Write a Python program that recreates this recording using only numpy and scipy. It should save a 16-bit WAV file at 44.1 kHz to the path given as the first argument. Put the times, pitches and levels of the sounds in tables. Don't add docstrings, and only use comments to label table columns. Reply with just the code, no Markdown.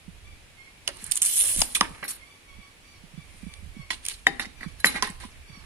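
import sys
import numpy as np
from scipy import signal
from scipy.fft import rfft, irfft
from scipy.io import wavfile
from scipy.ndimage import uniform_filter1d

SR = 44100
rng = np.random.default_rng(int(sys.argv[2]) if len(sys.argv) > 2 else 0)


def digitize_waveform(pressure):
    field = np.atleast_2d(pressure).T
    bounded = np.clip(field, -1, 1)
    quanta = np.round(bounded * 32767).astype(np.int16)
    wavfile.write(sys.argv[1], SR, quanta)


def invert_db(x):
    u = np.asarray(x, float) / 20
    return 10 ** u


N = 249165
T = np.arange(N) / SR

# time_s, level_db
WIND = [(0.0, -59), (0.09, -48.5), (0.12, -52), (0.87, -61), (1.1, -47.5), (1.2, -60), (1.53, -50.5),
        (1.589, -40.5), (1.7, -60), (1.81, -49), (2.42, -66), (2.6, -48), (2.63, -62.5), (3.67, -46.5),
        (4.11, -54), (4.659, -46), (5.46, -51.5), (5.65, -46.5)]
# start_s, peak_db, pitch_hz
EDDIES = [(.083, -38, 174.5), (1.565, -40.5, 261), (1.588, -34.5, 162.7), (2.026, -47, 157),
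          (2.589, -46.5, 189), (3.04, -45, 166), (3.14, -44, 145), (3.18, -35.5, 160), (3.345, -52, 181),
          (3.434, -37, 189), (3.469, -34.5, 186), (3.628, -47, 178), (3.66, -49.5, 176.7),
          (3.769, -39.5, 210.7), (3.796, -37.5, 143), (4.665, -31, 172.7), (5.252, -40, 221),
          (5.499, -45, 148)]
# start_s, peak_db, pitch_hz
THUDS = [(1.03, -40.5, 198.5), (1.088, -41.5, 135), (1.45, -48.5, 280), (1.814, -23.5, 205),
         (1.91, -37, 162), (3.911, -39, 238), (4.283, -33, 270), (4.3, -34, 160), (4.408, -36, 240),
         (4.469, -36, 210.8), (4.615, -40, 236), (4.858, -28, 170), (4.952, -30.5, 201), (5.033, -31, 220),
         (5.101, -31, 184), (5.575, -39.5, 182)]
# pitch_hz, level_db (per Hz)
YARD_COLOUR = [(60, -43), (130, -1), (600, -8), (1400, -10), (2400, -5), (6000, -16), (11300, -15.5),
               (12200, -28.5)]
# pitch_hz, width_hz, level_db
MOTOR_HUM = (85.4, 10.6, -70)
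# start_s, length_s, second_partial_hz, level_db, shrillness_db
BIRD_CALLS = [(0.235, 0.093, 2376, -67, -7), (0.572, 0.11, 2220, -68, -3), (2.188, 0.049, 2184, -64.5, -8),
              (2.234, 0.12, 2350, -64, -4), (2.447, 0.097, 2240, -66.5, -7), (2.549, 0.13, 2351, -66, -3.5),
              (2.839, 0.13, 2340, -68, 3), (3.142, 0.098, 2327, -66.5, -6.5), (3.262, 0.081, 2090, -72, -6),
              (3.421, 0.14, 2352, -65.5, -6), (3.669, 0.17, 2285, -72, -12),
              (3.759, 0.07, 2252, -61.5, -3.5), (4.546, 0.14, 2353, -65, -1), (5.458, 0.1, 2317, -67, 4.5)]
# multiple (of the lowest pitch), level_db
BIRD_PARTIALS = [(1, -1.5), (2, 10), (3, -1)]

# pitch_hz, width_hz, level_db
GRIT = [(7300, 1130, -6), (9000, 530, 2), (10030, 860, -1), (11070, 650, -6), (12420, 800, -11.5),
        (13450, 800, -17.5), (14760, 1000, -19)]
# pitch_hz, width_hz, level_db
CASE = [(2350, 650, -5), (3306, 413, 0.5), (4013, 390, 0.5), (5260, 1270, -4)]
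# pitch_hz, width_hz, level_db
WOOD = [(600, 255, -8.5), (1030, 164, 2), (1434, 520, -3), (1900, 550, 2)]
# time_s, grit_db
REEL = [
    (1.22, -33),
    (1.27, -27.5),
    (1.41, -26),
    (1.45, -28.5),
    (1.52, -26),
    (1.56, -31),
    (1.615, -26.5),
    (1.628, -34),
    (1.748, -48),
]
# peak_s, rise_s (20 dB), fall_s (20 dB), grit_db, dullness_db
TAPE_SCRAPES = [(.879, .002, 0.0242, -45, 10), (.96, .15, 0.33, -51, -3), (1.065, .06, 0.07, -44, -8.5),
                (1.125, .025, 0.45, -44, -16), (1.175, .06, -0.02, -34, -21),
                (1.218, .002, 0.12, -44.5, -3), (1.45, .08, 0.19, -54.5, 8), (1.615, .06, 0.12, -44.5, 0),
                (1.75, .001, 0.0372, -20, -16.5), (1.815, .01, 0.01, -34, -2), (1.83, .01, 0.1, -46, 5.5),
                (1.91, .1, 0.3, -59, -3.5), (1.95, .01, 0.17, -62.5, 13), (2.03, .004, -0.02, -50, 17),
                (2.083, .003, 0.04, -45, -10), (2.11, .04, 0.03, -35.5, -12), (2.15, .03, 0.16, -55.5, -9)]
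# peak_s, rise_s (20 dB), fall_s (20 dB), grit_db, dullness_db
SQUARE_SCRAPES = [(3.38, 0.2162, 0.7, -59, -25.5), (3.904, -0.0626, 0.0338, -35, 2.5),
                  (3.93, -0.01, 0.04, -46.5, -0.5), (4.09, 0.066, 0.11, -41, -12.5),
                  (4.115, 0.0258, -0.04, -42, -8), (4.056, 0.02, -0.05, -50, -2),
                  (4.271, -0.04, 0.1718, -52.5, 2), (4.4, -0.0753, 0.06, -42.5, 7.5),
                  (4.455, 0, -0.0333, -56, 21), (4.635, 0.0413, 0.03, -55, 15),
                  (4.68, -0.35, 0.08, -57, -3), (4.803, 0.04, 0.03, -57, -2),
                  (4.85, 0.0054, 0.07, -29.5, 1.5), (4.875, 0.0355, -0.0122, -54, -0.5),
                  (4.96, 0.0443, 0.06, -44.5, 10), (5.026, 0.0045, 0.07, -41, 10.5),
                  (5.08, 0.05, 0.18, -53, -20), (5.2, -0.0274, 0.06, -47, -6),
                  (5.243, 0.05, 0.12, -58.5, 1.5), (5.64, 0.43, 1.5, -69.5, 13)]

# start_s, peak_db, case_share_db, pan_db
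HOOK_CLICKS = [(0.8757, -20.5, -3, -11.5), (0.887, -29, -5, -2), (0.9687, -39.5, -25, -14),
               (1.022, -36, -26, -8.5), (1.0406, -22.5, -37, -9), (1.064, -30, -33, -16),
               (1.112, -13.5, -25, -11.5), (1.115, -18, -17, 3), (1.1185, -15.5, -16.5, -23.5),
               (1.136, -26.5, -30.5, 10.5), (1.155, -14.5, -40, -2.5), (1.166, -17.5, -22.5, 7),
               (1.1723, -17, -22, -20)]
# start_s, peak_db, pan_db
SLAPS = [(1.218, -8, -11), (1.221, -9, -3), (1.2223, -9.5, -13), (1.229, -7.5, -7), (1.25, -13, 2),
         (1.26, -12, 0), (1.283, -21, 3), (1.294, -23, -13), (1.3112, -16.5, -8), (1.337, -17, 5.5),
         (1.37, -11.5, -2), (1.373, -13, -1), (1.378, -16, -7), (1.408, -17, -6), (1.41, -13.5, -9),
         (1.421, -27, -4), (1.435, -16, -4.5), (1.4384, -14, 0), (1.561, -16, -5), (1.572, -20, -7),
         (1.577, -20, -3), (1.586, -23, -6), (1.592, -12, -2), (1.603, -16, 0)]
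# start_s, peak_db, case_share_db, pan_db
TICKS = [(1.6167, -6, -11, 1), (1.6197, -13.5, -11, -15), (1.748, -19, -18, -16), (1.7518, -21, -9, -6),
         (1.8087, -14, -1, -6.5), (2.079, -30.5, -5.5, 0), (3.5378, -38, -1.5, -4), (4.051, -21, -15, -8.5),
         (4.0628, -20, -14.5, -12.5), (4.084, -13.5, -14, -6.5), (4.097, -30, -10.5, -13),
         (4.844, -25, -7, -7), (4.8691, -14, -16, 0.5), (4.267, -22, -4, -3), (5.0232, -26, 8.5, -11),
         (5.101, -35, -23, -13)]

# start_s, peak_db, pitch_hz, looseness_db, pan_db
KNOCKS = [(0.8768, -24, 2910, -34.5, -6.5), (.8775, -29, 3500, -30, 5), (0.8853, -37, 2860, -30, -6),
          (1.62, -18.5, 823, -30, -4.5), (1.753, -26, 2300, -11, -8), (1.757, -24, 2480, -6, -3.5),
          (1.769, -35.5, 1220, -9, -3), (1.81, -15, 1900, -18, -7), (1.812, -10.5, 1157, -10.5, 1),
          (1.816, -22, 1025, -11, 5), (1.827, -30, 1010, -9, -7), (2.0283, -33, 1125, -23, -6),
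          (2.033, -34, 2005, -14, -9), (2.038, -30, 1950, -9, -6), (2.044, -35, 2290, -15, -9),
          (2.05, -36, 1561, -13, -10), (3.905, -22.5, 2140, -21, -14.5), (3.907, -31, 1945, -2, -9),
          (4.2683, -2, 1907, -22.5, 4.5), (4.3956, -22, 1903, -6.5, -4), (4.399, -25, 1900, -13, -6.5),
          (4.408, -35, 1900, -13.5, -6), (4.437, -40, 1520, -23, -7.5), (4.453, -36.5, 2040, -6, -3),
          (4.424, -33, 1850, -28, -9), (4.448, -35.5, 1900, -14.5, -8), (4.609, -33.5, 1950, -12.5, -5),
          (4.631, -29, 1950, -12, -7), (4.801, -51, 1650, 16, -3), (4.8444, -38, 1630, -23, -6),
          (4.8445, -2.5, 1900, -34, 0), (4.958, -30, 2050, -13, -3), (5.024, -25.5, 1030, -3, -1),
          (5.029, -22, 1030, -7, -4), (5.075, -37, 1043, -3, -2.5), (5.073, -33.5, 1860, -5, -6),
          (5.238, -41.5, 1010, -2.5, -2)]
# pitch_hz, level_db, t60_s
STEEL = [(5160, -5.5, 0.17), (5300, -29.5, 0.11), (6700, -19, 0.096), (6990, -7, 0.079), (8320, -11, 0.055),
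         (8250, -18, 0.1), (9400, -31.5, 0.065), (9880, -9.5, 0.096), (10800, -3, 0.12), (11070, -6, 0.15),
         (11500, -26.5, 0.09)]
# pitch_hz, level_db, t60_s
BOARD = [(260, -11, 0.029), (384, -25, 0.022), (788, -18, 0.055), (1050, -17.5, 0.07), (1660, -9.5, 0.0223),
         (2520, -5, 0.011), (3070, -9.5, 0.008)]
# pitch_hz, level_db, t60_s
FLAT_SQUARE = [(797, -6.5, 0.16), (990, -9, 0.069), (3025, -4, 0.065), (3740, 7.5, 0.04), (4900, -12, 0.1),
               (7000, -17.5, 0.05)]
# start_s, level_db, pan_db
FLAT_BLOWS = [
    (4.269, -25, 11.5),
    (4.397, -32.5, -7.5),
]
# start_s, peak_db, pitch_hz, pan_db, t60_s
CHIMES = [
    (1.812, -25.5, 920, 2, 0.13),
    (3.906, -30, 1030, -11, 0.055),
    (4.283, -31, 435, 8, 0.023),
    (4.406, -43, 3770, -15, 0.25),
    (4.804, -41, 4040, -13, 0.069),
    (4.868, -21.5, 4031, -12, 0.11),
    (.885, -50.5, 367, -5, 0.36),
    (1.617, -10, 5080, 10, .015),
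    (4.955, -33, 1595, -5, 0.11),
    (5.101, -35, 7900, -15, 0.015),
]

# pitch_hz, level_db, t60_s
COIL = [(8180, 0.5, 0.052), (8600, 0.5, 0.08), (9240, -5, 0.0376), (9520, 3, 0.042), (9010, -2, 0.0495),
        (9720, 8, 0.038), (10050, -19, .05), (10100, -6, 0.056), (11000, -6, 0.075), (10700, 1, 0.055),
        (3326, -8, 0.046), (5310, -3.5, 0.058), (7900, -19, 0.021)]
# pitch_hz, level_db, t60_s
SHELL = [(4363, -8, 0.032), (4650, -11, 0.034), (5500, -9.5, 0.04), (6900, -12, 0.045), (9570, -5, 0.066),
         (10200, -5.5, 0.046), (10730, -4, 0.057), (11330, -3.5, 0.037), (11900, -6, 0.041),
         (13030, -14, 0.056)]
# pitch_hz, level_db, t60_s
SQUARE_EDGE = [(2140, -5, .05), (5230, -13, .07), (6740, -14, 0.095), (7320, -8, 0.088), (8150, -11.5, .06),
               (9400, -21, 0.053), (9700, -21, 0.058), (10800, -5.5, 0.12), (11020, 1.5, 0.038),
               (11430, -2, 0.046), (12230, -17, .05)]
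# pitch_hz, level_db, t60_s
PLANK = [(843, -6.5, 0.11), (1030, -4, 0.046), (1623, -4, 0.057), (1845, -16, 0.053), (1950, -1, 0.068),
         (2160, 2, 0.044), (2410, -7.5, 0.1), (2760, -10, 0.027), (3120, -11, 0.042), (3730, -9, .08),
         (3940, -4.5, 0.053)]
# pitch_hz, level_db, t60_s
SPRING = [(510, -25, 0.037), (574, 1, 0.073), (636, 2.5, 0.058), (773, -1.5, 0.044), (970, -14, 0.035),
          (1133, -2, 0.082)]
# start_s, length_s, start_db, end_db, pan_db
COIL_DRAGS = [
    (1.225, 0.119, -36, -32, 1),
    (1.365, 0.072, -29.5, -35, -1),
    (1.445, .16, -30, -44, -5),
    (1.752, 0.061, -39, -48, -2),
]
# start_s, length_s, start_db, end_db, pan_db
SHELL_DRAGS = [
    (2.04, 0.027, -40.5, -42.5, 0),
    (2.081, 0.034, -30, -38.5, 0),
    (2.11, 0.055, -37, -51, 0),
]
# start_s, length_s, start_db, end_db, pan_db
EDGE_DRAGS = [
    (4.846, 0.021, -25.5, -21.5, 1),
    (4.87, 0.058, -27.5, -53, 1.5),
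    (5.025, 0.048, -51, -49, -1),
]
# start_s, length_s, start_db, end_db, pan_db
PLANK_DRAGS = [
    (2.027, .03, -41, -40, -4),
    (4.85, 0.074, -32.5, -41.5, 2),
    (4.945, .02, -36.5, -27.5, -6),
    (4.962, 0.045, -35, -48, -7),
    (5.025, 0.026, -33.5, -40, -12),
    (5.068, .04, -42.5, -53, -10),
    (5.205, 0.043, -48.5, -48, -11),
]
# start_s, length_s, start_db, end_db, pan_db
SPRING_DRAGS = [
    (.878, 0.013, -40, -42, 0),
    (1.4, 0.066, -54, -42.5, 0.5),
    (1.46, .15, -59, -49, 0),
    (1.815, 0.077, -52, -55, 0),
    (2.026, 0.046, -43.5, -53, 1),
]
# pitch_hz, t60_s, level_db
PORCH = [(257, 0.45, -23.5), (860, 0.15, -62), (2520, 0.21, -29.5), (4040, 0.25, -27.5), (9700, 0.089, -17)]


def band(x, hz, width):
    b, a = signal.iirpeak(hz, hz / width, fs=SR)
    return signal.lfilter(b, a, x)


def steep(x, hz, width):
    return band(band(x, hz, 2.6 * width), hz, 2.6 * width)


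def high_pass(x, hz):
    return signal.sosfilt(signal.butter(2, hz, "high", fs=SR, output="sos"), x)


def unit(x):
    return x / np.sqrt(np.mean(x ** 2))


def decay(t, t60):
    return 1000. ** (-t / t60)


def walk(rate):
    hold = int(SR / rate)
    steps = np.repeat(rng.standard_normal(N // hold + 1), hold)
    return unit(uniform_filter1d(uniform_filter1d(steps, hold), hold)[:N])


def add(out, s, sound, pan_db):
    i = int(s * SR)
    sound = sound[..., :N - i]
    out[:, i:i + sound.shape[-1]] += invert_db(np.array([[pan_db], [-pan_db]]) / 2) * sound


def body(x, peaks, patchy_db=0):
    click = np.eye(1, 2048)[0]
    response, out = 0, 0
    for k, (hz, width, db) in enumerate(peaks):
        sign = (-1) ** k
        response = response + sign * invert_db(db) * steep(click, hz, width)
        out = out + sign * invert_db(db + patchy_db * walk(30)) * steep(x, hz, width)
    return out / np.linalg.norm(response)


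def modes(table, ring, scatter_db):
    t, (hz, db, t60) = T[:SR // 4, None], np.transpose(table)
    grip = rng.standard_normal((2, len(hz)))
    tones = np.sin(2 * np.pi * hz * (1 + 0.0137 * grip[1]) * t)
    return (invert_db(db + scatter_db * grip[0]) * tones * decay(t, ring * t60)).sum(axis=1)


def wind():
    s, db = np.transpose(WIND)
    pan_db = -3 - 1.96 * np.maximum(db + 51.5, 0)
    lean_db = np.interp(T, s, pan_db) * np.array([[.5], [-.5]])
    noise = rng.standard_normal((2, N)) + 1.1 * rng.standard_normal(N)
    low = signal.butter(3, [14, 90], "band", fs=SR, output="sos")
    rumble = unit(signal.sosfilt(low, noise))
    out = rumble * invert_db(np.interp(T, s, db) + lean_db + 2.8 * walk(12) - 1.0)

    t = T[:SR // 8]
    pops = [(*row, -21.5) for row in EDDIES] + [(*row, 2) for row in THUDS]
    for s, db, hz, pan_db in pops:
        age = t * hz / 3.58
        falling_hz = hz * (0.827 + .5 * np.exp(-2.1 * age))
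        phase = 2 * np.pi * (np.cumsum(falling_hz) / SR + rng.random())
        swell = 3.905 * age * np.exp(1 - 3.64 * age)
        add(out, s - .004, invert_db(db - 4.0) * swell * np.sin(phase), pan_db)
    return out


def yard():
    hz, db = np.transpose(YARD_COLOUR)
    f = np.fft.rfftfreq(N, 1 / SR) + 1
    colour = invert_db(np.interp(np.log(f), np.log(hz), db))
    shared = np.clip(1 - f / 1200, 0, 1)
    noise = rfft(rng.standard_normal((2, N))) + 1.8 * shared * rfft(rng.standard_normal(N))
    hiss = unit(irfft(noise * colour / np.sqrt(1 + (1.94 * shared) ** 2), N))
    hum_hz, hum_width, hum_db = MOTOR_HUM
    hum = invert_db(hum_db) * unit(steep(rng.standard_normal(N), hum_hz, hum_width))
    return hum + hiss * invert_db(-54.5 + .4 * walk(2) + np.array([[-.8], [.8]]))


def birds():
    out = np.zeros((2, N))
    waver = 1 + .014 * walk(70)
    hoarse = invert_db(4.0 * np.array([walk(90), walk(90)]))
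    for s, length, hz, db, shrill_db in BIRD_CALLS:
        age = np.linspace(0, 1, int(length * SR))
        span = slice(int(s * SR), int(s * SR) + len(age))
        sag = 1 - 0.02432 * age
        arch = 1 + 0.0287 * (np.sin(np.pi * age) - .7)
        phase = np.pi * np.cumsum(hz * sag * arch * waver[span]) / SR
        call = sum(invert_db(level) * np.sin(k * phase) for k, level in BIRD_PARTIALS)
        call += invert_db(shrill_db + 2.5) * (np.sin(4 * phase) + 0.79 * np.sin(5 * phase))
        add(out, s, invert_db(db + 2.5) * call * np.sin(np.pi * age) ** 0.25 * hoarse[:, span], -3.5)

    flock = unit(steep(rng.standard_normal((2, N)), 2300, 120))
    out += invert_db(-72.5 + 7.2 * walk(7.9)) * flock
    t = T[:SR // 4]
    echoes = rng.standard_normal((2, len(t))) * decay(t, 0.31)
    echoes /= np.linalg.norm(echoes[0])
    return 0.31 * out + signal.fftconvolve(out, echoes, axes=1)[:, :N]


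def slides():
    gains = np.zeros((3, 2, N))
    s, db = np.transpose(REEL)
    t = T[int(s[0] * SR):int(s[-1] * SR)]
    for gain, share_db in zip(gains, [0, -12.5, -51]):
        add(gain, s[0], invert_db(np.interp(t, s, db) + share_db), -2.5)
    air = invert_db(np.interp(T, s, db, left=-99, right=-99) - 15 + 3.5 * walk(60))
    out = air * unit(steep(rng.standard_normal((2, N)), 13860, 1800))

    for table, case_db, pan_db in [(TAPE_SCRAPES, -2, -3.5), (SQUARE_SCRAPES, 4, -2.5)]:
        for s, rise, fall, db, dull_db in table:
            rise, fall = max(rise, 1 / 2000), max(fall, 1 / 200)
            t = np.arange(-2 * rise, 2 * fall, 1 / SR)
            shape = invert_db(db - 20 * np.where(t < 0, -t / rise, t / fall))
            for gain, share_db in zip(gains, [0, case_db + 0.28 * dull_db, dull_db]):
                add(gain, s + t[0], invert_db(share_db) * shape, pan_db)

    for gain, peaks, shared in zip(gains, [GRIT, CASE, WOOD], [.3, .4, 1.2]):
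        catch_sizes = invert_db(5.3 * np.minimum(rng.exponential(size=N), 3))
        catches = (rng.random(N) < 300 / SR) * catch_sizes
        grip = unit(3.5 + signal.lfilter([1], [1, -np.exp(-1 / (0.0044 * SR))], catches))
        noise = rng.standard_normal((2, N)) + shared * rng.standard_normal(N)
        out = out + body(gain * grip * unit(noise), peaks, patchy_db=2.2)

    t = T[:SR // 8]
    shimmer = rng.standard_normal((2, len(t))) * decay(t, 0.046)
    shimmer *= invert_db(-4.5) / np.linalg.norm(shimmer[0])
    return 0.816 * out + signal.fftconvolve(out, shimmer, axes=1)[:, :N]


def clicks():
    grit, case = np.zeros((2, 2, N))
    t = T[:2048]
    rows = [(*row, 0.00207) for row in HOOK_CLICKS] + [(*row, 0.0015) for row in TICKS]
    for s, db, pan_db in SLAPS:
        length = 0.0012 + 0.0022 * (s - SLAPS[0][0])
        rows.append((s, db, -23, pan_db, length))
    for s, db, case_db, pan_db, length in rows:
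        noise = rng.standard_normal((2, len(t)))
        burst = (noise[0] + 0.63 * noise) * t / length * np.exp(1 - 1.53 * t / length)
        add(grit, s, invert_db(db - 5.0) * burst, pan_db)
        add(case, s, invert_db(db + case_db + 3.0) * burst, pan_db)
    bare_crack = invert_db(-17.5) * high_pass(grit, 12000)
    return body(grit, GRIT) + body(case, CASE) + bare_crack


def knocks():
    out, t = np.zeros((2, N)), T[:SR // 4]
    for s, db, hz, loose_db, pan_db in KNOCKS:
        t60 = 0.011 + 0.085 * invert_db(2 * min(loose_db, 0))
        note = np.sin(2 * np.pi * hz * t) * (1 - np.exp(-t / 0.00021)) * decay(t, t60)
        chatter = rng.standard_normal(1024) * np.exp(-t[:1024] / 0.0035)
        chatter /= np.linalg.norm(chatter)
        board = invert_db(-12.5) * modes(BOARD, ring=0.74, scatter_db=4.0)
        steel = modes(STEEL, ring=0.38, scatter_db=1.5) * (s > 3)
        ring = signal.fftconvolve(board + invert_db(loose_db - 9.0) * steel, chatter)[:len(t)]
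        crack = steep(chatter, 5500, 4000) * np.exp(-t[:1024] / .001)
        ring[:1024] += invert_db(min(loose_db, 0) + 8) * crack
        add(out, s, invert_db(db + 6) * (note + ring), pan_db)

    rings = list(CHIMES)
    for s, db, pan_db in FLAT_BLOWS:
        rings += [(s, db + mode_db, hz, pan_db, t60) for hz, mode_db, t60 in FLAT_SQUARE]
    for s, db, hz, pan_db, t60 in rings:
        tone = np.sin(2 * np.pi * hz * t) * (1 - np.exp(-t / 0.0001)) * decay(t, t60)
        add(out, s, invert_db(db) * tone, pan_db)
    return high_pass(out, 200)


def drags():
    out = np.zeros((2, N))
    pairs = [(COIL_DRAGS, COIL), (SHELL_DRAGS, SHELL), (EDGE_DRAGS, SQUARE_EDGE),
             (PLANK_DRAGS, PLANK), (SPRING_DRAGS, SPRING)]
    for rows, table in pairs:
        t, (hz, db, t60) = T[:SR // 8, None], np.transpose(table)
        ring = (invert_db(db) * np.sin(2 * np.pi * hz * t) * decay(t, t60)).sum(axis=1)
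        ring /= np.linalg.norm(ring)
        for s, length, from_db, to_db, pan_db in rows:
            count = int(length * SR)
            strength = np.repeat(rng.exponential(size=count), 64)[:count]
            catches = rng.standard_normal((2, count)) * invert_db(4.0 * np.minimum(strength, 3))
            push = unit(catches) * invert_db(np.linspace(from_db, to_db, count))
            add(out, s, signal.fftconvolve(push, ring[None], axes=1), pan_db)
    return out


def porch(near):
    t = T[:SR // 2]
    tail = np.zeros((2, len(t)))
    for hz, t60, db in PORCH:
        noise = unit(band(rng.standard_normal((2, len(t))), hz, 0.5 * hz))
        tail += invert_db(db) * noise * decay(t, t60)
    tail *= np.clip((t - .003) / 0.00032, 0, 1) * invert_db(-25.5)
    return signal.fftconvolve(near, tail, axes=1)[:, :N]


def scene():
    near = slides() + clicks() + knocks() + drags()
    near[0] = np.roll(near[0], 5)
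    return wind() + yard() + birds() + near + porch(near)


def thin_weak_bands(x, weak_db, top_db):
    f, _, z = signal.stft(x, SR, window="cosine", nperseg=1024)
    z = z.copy()
    f = f[:512].reshape(-1, 4).mean(axis=1)[:, None]
    power = (np.abs(z[:, :512]) ** 2).sum(axis=0).reshape(128, 4, -1).mean(axis=1) + 1e-18
    db = 10 * np.log10(power)
    luck = 5.5 * uniform_filter1d(rng.standard_normal(db.shape), size=6, axis=1)
    neighbours = uniform_filter1d(db, size=9, axis=0)
    weak = (f > 3300) & (f < 8300) & (db + luck < neighbours - weak_db)
    treble = db[(f[:, 0] > 8500) & (f[:, 0] < 11000)].mean(axis=0)
    mids = db[(f[:, 0] > 1000) & (f[:, 0] < 4000)].mean(axis=0)
    treble = np.maximum(treble, mids - 8.0)
    top = (f > 11400) & (db + luck < treble - top_db + 9 * (f > 15700))
    z[:, :512] *= np.repeat(~(weak | top), 4, axis=0)
    return signal.istft(z, SR, window="cosine", nperseg=1024)[1][:, :N]


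def low_pass(x):
    return signal.sosfilt(signal.butter(12, 16800, fs=SR, output="sos"), x)


def record(dry):
    rounded = dry / (1 + (dry / .97) ** 6) ** (1 / 6)
    thinned = thin_weak_bands(rounded, weak_db=4.5, top_db=15)
    return low_pass(thinned)


dry = scene()
out = record(dry)
digitize_waveform(out)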